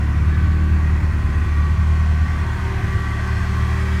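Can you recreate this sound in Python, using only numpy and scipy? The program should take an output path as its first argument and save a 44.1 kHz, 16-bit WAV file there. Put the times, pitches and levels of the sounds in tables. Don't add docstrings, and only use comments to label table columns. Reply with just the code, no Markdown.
import sys
import numpy as np
from scipy import signal
from scipy.fft import rfft, irfft, next_fast_len
from scipy.io import wavfile
from scipy.ndimage import uniform_filter1d, map_coordinates

SR = 44100
rng = np.random.default_rng(int(sys.argv[2]) if len(sys.argv) > 2 else 0)


def store_pcm(level_fs):
    pcm = np.round(np.clip(level_fs, -1, 1) * 32767).astype(np.int16)
    wavfile.write(sys.argv[1], SR, np.atleast_2d(pcm).T)


N = 176400

# (time [s], pitch [Hz], length [s], level [dB], half-width [ratio])
WHIRR_SWELLS = [(.36, 1705, .14, -42, .024), (2.54, 930, 0.29, -43, 0.0076),
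                (3.351, 1588, 0.25, -38.5, .022)]
# (pitch [Hz], relative level [dB])
BEARING_TONES = [(4226, 0.5), (4608, 0.5), (5033, -5), (5410, 1)]
# (time [s], level [dB])
BEARING_FADER = [(0, -72), (3.15, -66), (3.38, -59), (3.62, -66), (4, -64)]
# (time [s], level [dB])
ALTERNATOR_FADER = [(0, -47.5), (.8, -56), (1.1, -46), (1.5, -47), (1.7, -53), (1.92, -40.5), (2.2, -51),
                    (2.75, -46), (3.2, -55), (3.45, -48), (3.56, -39.5), (3.78, -41), (4, -52)]
# (frequency [Hz], gain [dB])
RUMBLE_EQ = [(15, -21), (45, 3), (62, 12), (76, 3.5), (92, 14.5), (112, 4), (160, 5.5), (240, -2.5),
             (355, -1.5), (430, -11.5), (700, -20), (1200, -49.5)]
# (time [s], level [dB])
RUMBLE_FADER = [(0, -30.5), (1.3, -27.5), (1.8, -32), (2.9, -30.5), (4, -31.5)]
# (frequency [Hz], gain [dB])
TICK_EQ = [(600, -26), (1200, 0), (2000, 0), (3200, -10), (7000, -27.5), (14000, -36)]
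# (time [s], speed [turns/s])
FAN_SHAFT = [(0, 38), (1, 38), (2, 38.3), (3.3, 38.46), (4, 38.6)]
BLADE_MULTIPLES = [10, 30, 40, 50]
# (time [s], then for each blade harmonic: level [dB])
BLADE_FADERS = [(0, -52, -54, -55, -55), (0.45, -50.5, -43, -40.5, -56), (0.85, -48.5, -49, -60, -45.5),
                (1.2, -50, -50, -49, -52.5), (1.6, -48, -39.5, -52, -41.5), (2.0, -49, -46.5, -44.5, -55),
                (2.35, -48, -38.5, -44, -49), (2.7, -37.5, -51, -43, -52), (3.0, -45, -35.5, -45.5, -38.5),
                (3.35, -44.5, -45.5, -40.5, -51), (3.65, -45, -38.5, -51, -43), (3.85, -37, -45, -44, -60),
                (4, -41, -51, -47, -58)]
# (pitch at nominal speed [Hz], mid-walk level [dB])
SHAFT_TONES = [(767, -54), (1880, -49.5), (2342, -65), (3110, -60.5)]
# (time [s], body level [dB], hiss level [dB])
RUSH_FADERS = [(0.0, -36, -51), (0.44, -35.5, -50.5), (0.6, -36.5, -51.5), (1.19, -36.5, -50),
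               (1.57, -35, -49.5), (1.82, -35, -49.5), (2.73, -33.5, -47.5), (2.9, -33.5, -46.5),
               (3.2, -33, -47), (3.6, -33, -45.5), (4.0, -32, -45.5)]
# (frequency [Hz], gain [dB])
BODY_EQ = [(260, -25), (450, -13.5), (574, -14.5), (670, -8.5), (876, -7), (1120, -4.5), (1400, -6.5),
           (1520, -4.5), (1790, -6), (1940, -3.5), (2200, -11), (2520, -11), (3140, -23.5), (4080, -54),
           (6910, -120)]
# (frequency [Hz], gain [dB])
HISS_EQ = [(1500, -28), (2800, -3.5), (3300, 4.5), (3650, 0), (4400, 0.5), (4900, -3.5), (5600, -3),
           (6800, -4.5), (7700, -7.5), (9400, -10), (10400, -17), (11200, -14.5), (13500, -18.5),
           (15700, -24)]
# (frequency [Hz], width [Hz], gain [dB])
PIPE_MODES = [(88.3, 11.7, 27), (160, 17, -9), (190, 11, -10)]
# (time [s], peak level of the fundamental [dB])
CHUFF_CUES = [(0.185, -15), (0.282, -15.5), (0.377, -17), (0.452, -17.2), (0.495, -19), (0.716, -18),
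              (0.842, -18.7), (1.035, -14.5), (1.12, -16.5), (1.239, -15.5), (1.372, -17), (1.447, -15.4),
              (1.778, -13.5), (2.229, -18.2), (2.289, -23), (2.504, -17.5), (2.59, -18.5), (2.831, -14.1),
              (2.962, -17.8), (3.381, -16)]
# (time [s], rate [firings/s])
FIRING_RATE = [(0.0, 36.62), (0.15, 36.5), (0.45, 38.4), (0.7, 38.3), (1.0, 37.5), (1.25, 36.51), (1.5, 37),
               (1.8, 38), (2.05, 38.5), (2.3, 38), (2.55, 38.2), (2.8, 36.67), (3.05, 36.4), (3.3, 37.1),
               (3.55, 37.8), (3.8, 38.05), (4.0, 38)]
DRONE_HARMONICS = [1, 2, 3, 4, 5, 6, 8]
# (time [s], then for each harmonic: level [dB])
DRONE_FADERS = [(0, -32, -15.5, -23.5, -27, -38, -31.5, -51.2),
                (0.3, -28.6, -15, -26, -26, -29.5, -35, -40.5),
                (0.65, -26.5, -12.5, -26.6, -26.7, -27, -39.5, -35),
                (1.25, -26, -16.5, -29, -29, -39.5, -33, -42),
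                (1.55, -28.7, -15, -29, -29, -36, -39, -44.6),
                (1.85, -28.7, -12, -26, -28.5, -31, -41.5, -55),
                (2.15, -30.2, -13.5, -30, -28.5, -33, -40, -55),
                (2.7, -27.7, -22.0, -24, -37, -33, -42, -51.0),
                (3.6, -31.2, -18, -23, -49, -29.5, -47, -47.2),
                (4, -35, -17.2, -24.5, -39, -28, -39, -49.4)]

FADE_DB = 2
TICK_DB, TICK_DECAY_S = -54, 0.0027
FAN_NOMINAL_HZ, FAN_WANDER, FAN_FLUTTER_RAD = 38.31, 0.00078, 0.045
BLADES, CHOP_DEPTH, WHINE_WAVER_DB = 10, 0.05, 1.05
BODY_TRIM_DB, HISS_TRIM_DB = -0.65, 0.48
GARAGE_T60_S, GARAGE_WET_DB = 0.32, -5.5
SILENCER_HZ, TAILPIPE_HZ = 180, 46
BURBLE_DB, BURBLE_JITTER_S = -31, 0.0008
CHUFF_HZ, CHUFF_SWELL_S, CHUFF_OCTAVE_DB = 90.6, 0.021, -20.5
DRONE_WAVER_DB, CYLINDER_SWING_DB, ODD_LAG_RAD = 0.7, 1, 1.0
FIRST_FIRING_S, TOP_HZ = 0.023, 15800


def amp(db):
    return 10 ** (np.asarray(db) / 20)


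def unit(x):
    return x / np.sqrt(np.mean(x ** 2) + 1e-20)


def curves(rows):
    times, *columns = np.transpose(rows)
    return [np.interp(np.arange(N) / SR, times, column) for column in columns]


def wobble(rate):
    return map_coordinates(rng.standard_normal(200), [np.arange(N) * rate / SR], mode="mirror")


def filtered(x, response):
    size = next_fast_len(N + SR // 2)
    return irfft(rfft(x, size) * response(np.fft.rfftfreq(size, 1 / SR)), size)[:N]


def drifting_noise(eq, patchy_db):
    spectra = signal.stft(rng.standard_normal(N), nperseg=2048)[2]
    patches = uniform_filter1d(rng.standard_normal(spectra.shape), size=5, axis=0)
    patches = uniform_filter1d(patches, size=14, axis=1)
    noise = signal.istft(spectra * amp(patchy_db * unit(patches)), nperseg=2048)[1][:N]
    hz, db = np.transpose(eq)
    return unit(filtered(noise, lambda f: amp(np.interp(np.log(f + 1), np.log(hz), db))))


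def garage(x):
    t = np.arange(SR // 2) / SR
    tail = rng.standard_normal(len(t)) * amp(-60 * t / GARAGE_T60_S)
    return x + amp(GARAGE_WET_DB) * signal.fftconvolve(x, tail / np.linalg.norm(tail))[:N]


def whirrs():
    t = np.arange(N) / SR
    out = np.zeros(N)
    for at, hz, length, db, width in WHIRR_SWELLS:
        band = filtered(rng.standard_normal(N), lambda f: 1 / (1 + ((f / hz - 1) / width) ** 2))
        swell = np.exp(-2 * ((t - at) / length) ** 2)
        out += amp(db) * swell * unit(band)
    return out


def belt(firings, cycles_per_firing=28.23):
    t = np.arange(N) / SR
    whine = np.sin(2 * np.pi * cycles_per_firing * firings + 0.5 * wobble(30))
    ring = sum(amp(db + FADE_DB * wobble(5.94)) * np.sin(2 * np.pi * hz * t + 1.6 * wobble(160))
               for hz, db in BEARING_TONES)
    return np.sqrt(2) * (amp(curves(ALTERNATOR_FADER)[0]) * whine + amp(curves(BEARING_FADER)[0]) * ring)


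def engine_block(firings):
    since_firing_s = firings % 1 / curves(FIRING_RATE)[0]
    ticks = unit(np.exp(-since_firing_s / TICK_DECAY_S) * drifting_noise(TICK_EQ, patchy_db=5))
    rumble = amp(curves(RUMBLE_FADER)[0]) * drifting_noise(RUMBLE_EQ, patchy_db=1.5)
    hiss_db = curves(RUSH_FADERS)[1]
    return rumble + amp(TICK_DB + hiss_db - hiss_db.mean()) * ticks


def fan_tone(turns, multiple):
    phase = 2 * np.pi * (multiple * turns + rng.random())
    return np.sqrt(2) * np.sin(phase + FAN_FLUTTER_RAD * np.sqrt(multiple) * wobble(25.1))


def fan():
    turns = np.cumsum(curves(FAN_SHAFT)[0] * (1 + FAN_WANDER * wobble(7))) / SR
    body_db, hiss_db = curves(RUSH_FADERS)
    whine = sum(amp(db + WHINE_WAVER_DB * wobble(14)) * fan_tone(turns, multiple)
                for multiple, db in zip(BLADE_MULTIPLES, curves(BLADE_FADERS)))
    shaft = sum(amp(db) * unit(amp(FADE_DB * wobble(4.02))) * fan_tone(turns, hz / FAN_NOMINAL_HZ)
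                for hz, db in SHAFT_TONES)
    closeness = amp(body_db - body_db.mean())
    body = amp(body_db + BODY_TRIM_DB) * drifting_noise(BODY_EQ, patchy_db=2)
    hiss = amp(hiss_db + HISS_TRIM_DB) * drifting_noise(HISS_EQ, patchy_db=2)
    chop = 1 + CHOP_DEPTH * np.sin(2 * np.pi * BLADES * turns)
    return whine + closeness * shaft + chop * (body + hiss)


def pipe(f):
    ring = sum(amp(db) * 1j * f * width / (hz * hz - f * f + 1j * f * width)
               for hz, width, db in PIPE_MODES)
    return ring / (1 + (f / SILENCER_HZ) ** 4) / (1 + (TAILPIPE_HZ / (f + 1)) ** 6)


def burble(firings):
    starts = np.flatnonzero(np.diff(np.floor(firings)))
    strength, jitter = rng.standard_normal((len(starts), 2)).T
    starts += (jitter * BURBLE_JITTER_S * SR).astype(int)
    kicks = np.zeros(N)
    kicks[np.clip(starts, 0, N - 1)] = amp(BURBLE_DB) * strength
    ring_peak = np.abs(filtered(signal.unit_impulse(N), pipe)).max()
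    return filtered(kicks, pipe) / ring_peak


def chuffs():
    t = np.arange(-SR // 10, SR // 10) / SR
    phase = 2 * np.pi * CHUFF_HZ * t
    swell = np.exp(-(t / CHUFF_SWELL_S) ** 2)
    boom = swell * (np.cos(phase) + amp(CHUFF_OCTAVE_DB) * np.cos(2 * phase))
    out = np.zeros(N + len(t))
    for at, db in CHUFF_CUES:
        out[round(at * SR):][:len(t)] += amp(db) * boom
    return out[len(t) // 2:][:N]


def drone(firings):
    tones = np.zeros(N)
    for k, db in zip(DRONE_HARMONICS, curves(DRONE_FADERS)):
        lag = ODD_LAG_RAD * (k - 1) * (k % 2)
        tones += amp(db + DRONE_WAVER_DB * wobble(12)) * np.cos(2 * np.pi * k * firings - lag)
    lope = amp(CYLINDER_SWING_DB * np.cos(2 * np.pi * firings / 4))
    return lope * tones


def scene():
    rate = curves(FIRING_RATE)[0]
    firings = np.cumsum(rate) / SR + 1 - FIRST_FIRING_S * rate[0]
    exhaust = drone(firings) + chuffs() + garage(burble(firings))
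    return (exhaust + engine_block(firings) + belt(firings) + fan() + whirrs())[None]


def record(dry):
    return filtered(dry[0], lambda hz: hz < TOP_HZ)[None]


dry = scene()
out = record(dry)
store_pcm(out)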